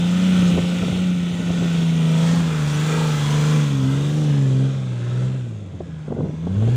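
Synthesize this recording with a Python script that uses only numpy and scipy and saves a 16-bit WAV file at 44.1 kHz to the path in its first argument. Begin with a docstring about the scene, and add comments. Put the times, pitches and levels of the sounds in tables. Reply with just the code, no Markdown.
"""A six-cylinder off-roader labours up a sand track at high revs: the exhaust booms, the engine
clatters, the tyres throw sand, wind buffets the microphone. From 1.35 s it turns side-on; at 2.7 s
the chassis squeaks; from 3.9 s it passes behind cactus and eases off. At 5.8 s a second one, farther
away, lugs at low revs; from 6.3 s it accelerates uphill towards the listener, with two diesel ticks."""
import sys
import numpy as np
from scipy import signal
from scipy.fft import rfft, irfft, next_fast_len
from scipy.io import wavfile
from scipy.ndimage import uniform_filter1d, map_coordinates

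SR = 44100
rng = np.random.default_rng(int(sys.argv[2]) if len(sys.argv) > 2 else 0)


def materialize(psi):
    """Save the field psi as 16-bit PCM at rate SR to the path in sys.argv[1].

    A 1-D psi becomes a single channel; in a 2-D psi each row is a channel.
    """
    bounded = np.clip(np.atleast_2d(psi).T, -1, 1)
    quanta = np.round(bounded * 32767).astype(np.int16)
    wavfile.write(sys.argv[1], SR, quanta)


N = 298116

# Engine load, drives machinery and sand: t/s, level/dB
LOAD = [(0.0, -37), (0.43, -33.5), (0.66, -36), (0.92, -36), (1.2, -40.5), (1.75, -36.5), (1.98, -39),
        (2.28, -35), (2.5, -38), (2.92, -34), (3.54, -34.5), (3.75, -40), (4.12, -40), (4.95, -48),
        (5.21, -46), (5.65, -57), (6.4, -54.5), (6.76, -45)]
TURN_S = (1.35, 1.33)  # swing side-on: start, duration
SHADOW_S = (3.94, 1.0)  # slip behind cactus: start, duration; the loss stays for the distant car


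def amp(db):
    """Decibels to gain."""
    return 10 ** (np.asarray(db) / 20)


def unit(x):
    """Scale to rms 1."""
    return x / np.sqrt(np.mean(x ** 2) + 1e-20)


def clock():
    """Sample times in s."""
    return np.arange(N) / SR


def curves(rows):
    """Per-sample values of each column after the time."""
    times_s, *cols = np.transpose(rows)
    return [np.interp(clock(), times_s, col) for col in cols]


def ease(start_s, length_s):
    """Smooth step, 0 to 1."""
    return np.sin(np.pi / 2 * np.clip((clock() - start_s) / length_s, 0, 1)) ** 2


def bump(at_s, half_s):
    """Gaussian envelope, peak 1."""
    return np.exp(-((clock() - at_s) / half_s) ** 2)


def bell(hz, centre_hz, half_hz):
    """Nearness to a resonance, 0 to 1."""
    return 1 / (1 + ((hz - centre_hz) / half_hz) ** 2)


def by_view(rear_db, side_db):
    """Level glide as the car turns."""
    return rear_db + (side_db - rear_db) * ease(*TURN_S)


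def noise():
    """White noise."""
    return rng.standard_normal(N)


def wobble(rate_hz):
    """Smooth random curve, knots at rate_hz."""
    knots = rng.standard_normal(int(N * rate_hz / SR) + 4)
    steps = np.linspace(0, len(knots) - 1, 10 * len(knots))
    return np.interp(clock() * rate_hz, steps, map_coordinates(knots, [steps]))


def filtered(x, response):
    """Apply a frequency response."""
    size = next_fast_len(len(x) + 8192)
    return irfft(rfft(x, size) * response(np.fft.rfftfreq(size, 1 / SR)), size)[:len(x)]


def coloured(x, spectrum):
    """Shape x by rows of f/Hz, level/dB; rms 1."""
    points_hz, db = np.transpose(spectrum)
    return unit(filtered(x, lambda hz: amp(np.interp(np.log(hz + 1), np.log(points_hz), db))))


def patchy(x, depth_db, size=512):
    """Shifting reflections: narrow bands swell and fade independently."""
    bands = signal.stft(x, nperseg=size)[2]
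    field = uniform_filter1d(rng.standard_normal(bands.shape), size=2, axis=0)
    for _ in range(2):
        field = uniform_filter1d(field, size=SR // (4 * size) + 1, axis=1)
    return signal.istft(bands * amp(depth_db * unit(field)), nperseg=size)[1][:N]


def firings(rate_hz, flywheel_s=0.0904, flutter=0.00198):
    """Running firing count; the flywheel smooths the speed."""
    smooth_hz = uniform_filter1d(rate_hz, int(flywheel_s * SR), mode="nearest")
    return np.cumsum(smooth_hz * (1 + flutter * wobble(30))) / SR


def boom(fired, tone_db, octave_db):
    """The silencer passes mainly the firing tone and its octave."""
    tone = amp(tone_db + 0.37 * wobble(24.9)) * np.sin(2 * np.pi * fired)
    octave = amp(octave_db + 0.99 * wobble(16)) * np.sin(4 * np.pi * fired)
    return np.sqrt(2) * (tone + octave)


def drone(cycle, waver_db=3.0):
    """Unequal cylinders add wavering lines, lifted by the tailpipe resonance, over rushing gas."""
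    # Exhaust lines: multiple of the cycle rate, level/dB
    orders = [(3, 4), (4, 4.5), (5, 6.5), (7, 10.5), (8, 7), (10, 0.5), (11, -6), (13, -17), (14, -4.5),
              (15, 1.5), (16, -7), (17, -17), (18, 5), (19, -26), (20, 0.5), (21, -6), (22, -17.5),
              (23, -8.5), (24, -2), (26, -7), (27, -9), (30, -9)]
    # Growl as the engine is dragged down: t/s, tilt/(dB/octave)
    growl = [(0, -4), (1.2, -3.5), (2.2, 2.5), (3.4, .5), (4.6, 4), (5.8, 3.5), (6.76, 0.5)]
    tilt_db, = curves(growl)
    cycle_hz = np.gradient(cycle) * SR
    lines = np.zeros(N)
    for order, db in orders:
        tailpipe_db = 2.9 * bell(order * cycle_hz, centre_hz=500, half_hz=230)
        growl_db = tilt_db * np.log2(max(order, 8) / 16)
        gain = amp(db + tailpipe_db + growl_db + waver_db * wobble(5))
        lines += gain * np.sin(2 * np.pi * (order * cycle + rng.random()) + 0.22 * wobble(5))
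    gas = coloured(noise(), [(120, -22), (280, -20), (450, 4.5), (650, -0.5), (1000, -9.5), (2500, -69)])
    return unit(lines) + amp(-14) * gas


def climber(fired, rate_hz, droning, pull_db_s_per_hz=0.0486, pull_lag_s=0.44):
    """First exhaust: bank beat and drone follow the boom; the drone also swells with rising revs."""
    # Firing tone: t/s, level/dB
    tone = [(0.0, -18), (0.5, -14.5), (0.59, -19), (0.89, -22), (1.11, -17.5), (1.42, -26), (1.5, -20),
            (2.32, -15.5), (2.52, -20.3), (3.25, -19), (3.58, -15.5), (3.7, -20), (3.85, -19), (4.08, -20),
            (4.38, -16), (4.64, -16), (4.73, -22.5), (4.98, -24.5), (5.24, -19), (5.8, -39.5)]
    # Its octave: t/s, level/dB
    octave = [(0, -42.5), (2.4, -46), (2.75, -35), (3.05, -40), (3.45, -35), (3.68, -35), (3.84, -21),
              (4.08, -35), (4.25, -29), (4.64, -28.5), (4.78, -46.5), (5.8, -40)]
    tone_db, = curves(tone)
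    push_db = tone_db + 18  # re full boom
    rise_hz_per_s = uniform_filter1d(np.gradient(rate_hz) * SR, int(pull_lag_s * SR), mode="nearest")
    beat = np.sqrt(2) * np.sin(3 * np.pi * fired)  # two unequal banks: 1.5 x firing rate
    beat_db = by_view(-37.5, -33) + 0.69 * push_db + 1.6 * wobble(10)
    drone_db = by_view(-35, -31) + 0.94 * push_db + pull_db_s_per_hz * rise_hz_per_s
    return boom(fired, tone_db, curves(octave)[0]) + amp(beat_db) * beat + amp(drone_db) * droning


def cycle_pattern(cycle, drift_hz, size=512):
    """Slowly drifting random pattern, repeated each engine cycle."""
    patterns = rng.standard_normal((int(N * drift_hz / SR) + 4, size))
    return unit(map_coordinates(patterns, [clock() * drift_hz, cycle % 1 * size], mode="grid-wrap"))


def knocks(cycle, fired, repeat, depth, uneven):
    """Partly cyclic rattle, swelling at each firing and with the louder cylinders."""
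    cyclic = np.sqrt(repeat) * cycle_pattern(cycle, drift_hz=3)
    loose = np.sqrt(1 - repeat) * coloured(noise(), [(5000, 6), (7000, -41)])
    swell = depth * np.cos(2 * np.pi * fired) + uneven * cycle_pattern(cycle, drift_hz=2.52, size=24)
    return (cyclic + loose) * np.exp(swell)


def panels(cycle, rate_hz, critical_hz=157.5):
    """Engine lines sweep through body panel resonances, hardest at the critical firing rate."""
    # Panel modes: f/Hz, width/Hz, level/dB
    modes = [(443.3, 45, 5), (1321, 106, -0.5), (1936, 37, -6.5), (2380, 116, -5.5)]

    def response(hz):
        return sum(amp(db) * (1j * hz * width_hz / (mode_hz ** 2 - hz ** 2 + 1j * hz * width_hz)) ** 2
                   for mode_hz, width_hz, db in modes)

    phase_turns = np.cumsum(rng.standard_normal(256) ** 2)
    period = irfft(np.exp(2j * np.pi * phase_turns), 2048)  # equally strong lines
    shake = np.interp(cycle % 1, np.arange(len(period)) / len(period), period) * amp(2.6 * wobble(12))
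    level_db = by_view(-6.5, -9.5) + 14 * bell(rate_hz, critical_hz, half_hz=3.6)
    return amp(level_db) * unit(filtered(shake, response))


def machinery(cycle, fired, rate_hz, shadow_db=-1):
    """Clatter, rasp and panel ringing follow the load; the clatter changes colour in the turn."""
    # Clatter from under the tail: f/Hz, level/dB
    rear_eq = [(450, -35), (650, -10), (800, -1.5), (1020, -7), (1300, -2), (1510, 4.5), (1610, -14),
               (1690, -10), (1790, -3), (2000, -3.5), (2150, -4), (3000, -2.5), (5000, -64)]
    # Clatter from the wheel arch: f/Hz, level/dB
    flank_eq = [(480, -3.5), (680, -11.5), (800, -1), (950, 0), (1240, -1), (1400, -1), (1650, -1),
                (1820, -6), (2000, -4), (2400, -7.5), (3200, -19), (5000, -30)]
    # Fan and injector rasp: f/Hz, level/dB
    rasp_eq = [(1700, -48), (2100, -13), (2420, -3), (2700, -0.5), (3000, -0.5), (3400, 4), (3800, -1.5),
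               (4300, -10.5), (5200, -27), (9000, -50)]
    rear = patchy(knocks(cycle, fired, repeat=0.5, depth=0.12, uneven=0.17), depth_db=1.5, size=1024)
    flank = patchy(knocks(cycle, fired, repeat=0.7, depth=0.14, uneven=0.17), depth_db=3, size=1024)
    rasp = patchy(knocks(cycle, fired, repeat=0.4, depth=0.07, uneven=0.15), depth_db=1.8)
    rasp = amp(by_view(-1.7, -3) + 0.53 * wobble(10)) * coloured(rasp, rasp_eq)
    side = ease(*TURN_S)
    clatter = np.sqrt(1 - side) * coloured(rear, rear_eq) + np.sqrt(side) * coloured(flank, flank_eq)
    body = amp(by_view(-0.7, 2.2)) * clatter + panels(cycle, rate_hz)
    return amp(curves(LOAD)[0]) * (rasp + amp(shadow_db * ease(*SHADOW_S)) * body)


def engines(handover_s=5.8, cylinders=6):
    """Exhaust and machinery; the first engine gives way to the second in 10 ms."""
    # Surge and sag as the tyres slip and bite: t/s, firing rate/Hz
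    climber_revs = [(0.0, 172.2), (0.28, 186.1), (0.57, 173.2), (1.02, 183), (1.23, 174.4), (1.54, 173.1),
                    (2.11, 160.1), (2.38, 170.1), (2.66, 146.1), (2.99, 160.1), (3.22, 145.2),
                    (3.55, 153.7), (3.84, 129.9), (4.19, 154.1), (4.51, 130), (4.74, 135.9), (4.99, 118.4),
                    (5.36, 131.6), (5.56, 105.9), (5.8, 85.0)]
    # Lugging, then accelerating: t/s, firing rate/Hz
    follower_revs = [(5.8, 85), (6.05, 75.54), (6.22, 73.96), (6.42, 80.7), (6.76, 128)]
    first = uniform_filter1d((clock() < handover_s) * 1., SR // 100, mode="nearest")
    rate_hz = first * curves(climber_revs)[0] + (1 - first) * curves(follower_revs)[0]
    fired = firings(rate_hz)
    cycle = fired / cylinders
    droning = drone(cycle)
    exhaust = first * climber(fired, rate_hz, droning) + (1 - first) * follower(fired, rate_hz, droning)
    return exhaust + machinery(cycle, fired, rate_hz)


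def sand(grain_db=1.0, full_load_db=-35):
    """Spinning tyres throw a grainy spray that follows the load."""
    # Sand spray: f/Hz, level/dB
    spray_eq = [(1800, -23.5), (3500, -1.5), (4800, -3.5), (5600, -2.5), (6400, -0.5), (7500, -3),
                (8500, -7), (10000, -15), (12000, -24.5), (15000, -45)]
    grains = patchy(noise(), depth_db=2) * amp(grain_db * wobble(500) + 0.25 * wobble(40))
    spray = coloured(grains, spray_eq)
    # Thin sand hiss near 10 kHz, plus a microphone resonance near 14.75 kHz
    hiss = coloured(noise(), [(7000, -24), (10000, 4), (12000, -3), (13900, -12), (14300, -4),
                              (14750, 10.5), (15500, -7)])
    load_db, = curves(LOAD)
    shadow = ease(*SHADOW_S)
    spray_db = by_view(-6, -3.5) + load_db - 2 * shadow
    hiss_db = by_view(-57, -53.5) + 1.3 * (load_db - full_load_db) - 12 * shadow
    return amp(spray_db) * spray + amp(hiss_db) * hiss


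def wind(breeze_db=-38, lump_db=3.0, thump_s=0.0028, crest_db=20.5):
    """Gusts rumble on the microphone over a breeze; the strongest eddies strike as dull thumps."""
    # Gusts: t/s, level/dB, half length/s
    gusts = [(0.493, -25.5, 0.21), (0.886, -24, 0.083), (1.55, -28, 0.26), (2.375, -27.5, 0.11),
             (2.85, -40, 0.088), (5.703, -40, .12), (6.21, -24, .07), (6.69, -26.5, .16)]
    # Rumble: f/Hz, level/dB
    rumble_eq = [(20, -29), (40, -32), (60, -14.5), (90, -6.5), (150, -3), (250, -8), (350, -13.5),
                 (600, -19.5), (1200, -42), (3000, -78), (9000, -110)]
    # Eddy strikes: t/s, peak level/dB
    eddies = [(0.573, -11.5), (0.583, -12), (0.833, -17), (0.88, -16), (1.403, -20.5), (1.503, -18),
              (1.624, -16), (5.804, -15), (6.08, -17.5), (6.104, -18), (6.121, -11.5), (6.165, -18.5),
              (6.185, -12.5), (6.204, -11), (6.247, -17), (6.468, -13), (6.623, -17)]
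    # One thump: f/Hz, level/dB
    thump_eq = [(30, -27), (100, -3.5), (230, 1), (450, -0.5), (700, -11), (1100, -24), (1700, -38),
                (5000, -74), (10000, -105)]
    power = amp(breeze_db) ** 2 + sum(amp(db) ** 2 * bump(at_s, half_s) for at_s, db, half_s in gusts)
    rumble = np.sqrt(power) * coloured(noise() * amp(lump_db * wobble(70)), rumble_eq)
    thumps = np.zeros(N + SR)
    age_s = np.arange(SR // 10) / SR
    for at_s, peak_db in eddies:
        puff = coloured(rng.standard_normal(len(age_s)), thump_eq) * age_s * np.exp(-age_s / thump_s)
        thumps[round(at_s * SR):][:len(puff)] += amp(peak_db - crest_db) * unit(puff)
    return rumble + thumps[:N]


def spurts_and_ticks():
    """Short bright bursts: two sand spurts, then two sharp diesel ticks from the second engine."""
    # Bursts: t/s, level/dB, half length/s
    bursts = [(.49, -42, .018), (2.28, -43, .09), (6.472, -55, .002), (6.546, -56, .003)]
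    bright = coloured(noise(), [(3500, -31), (5000, 4), (6300, -4), (7500, 2), (9000, -13), (14000, -42)])
    return bright * sum(amp(db) * bump(at_s, half_s) for at_s, db, half_s in bursts)


def squeak(at_s=2.748, pitch_hz=2960, level_db=-37, half_s=0.014):
    """Something on the chassis rubs: one rough chirp."""
    phase = 2 * np.pi * pitch_hz * clock() + 0.6 * wobble(250)
    chirp = sum(amp(db) * np.sin(harmonic * phase) for harmonic, db in [(1, -1), (2, -1), (3, -8)])
    return amp(level_db) * bump(at_s, half_s) * chirp


def follower(fired, rate_hz, droning, pedal_boom_db=10.5, pedal_drone_db=17):
    """Second exhaust: swells as the pedal goes down and the tone climbs into the silencer's pass band."""
    # Silencer output while lugging: f/Hz, level/dB
    silencer = [(75, -46), (85, -38.5), (106, -27.5), (128, -26.5), (150, -31), (168, -32), (212, -38),
                (255, -45)]
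    pedal = ease(start_s=6.29, length_s=0.29)
    tone_db = np.interp(rate_hz, *np.transpose(silencer)) + pedal_boom_db * pedal
    octave_db = np.interp(2 * rate_hz, *np.transpose(silencer)) + pedal_boom_db * pedal
    return boom(fired, tone_db, octave_db) + amp(-50 + pedal_drone_db * pedal) * droning


def scene():
    """Open air, mono."""
    return (engines() + sand() + spurts_and_ticks() + squeak() + wind())[None]


def record(dry):
    """Brick-wall low-pass at 15.6 kHz."""
    return np.array([filtered(channel, lambda hz: hz < 15600) for channel in dry])


dry = scene()
out = record(dry)
materialize(out)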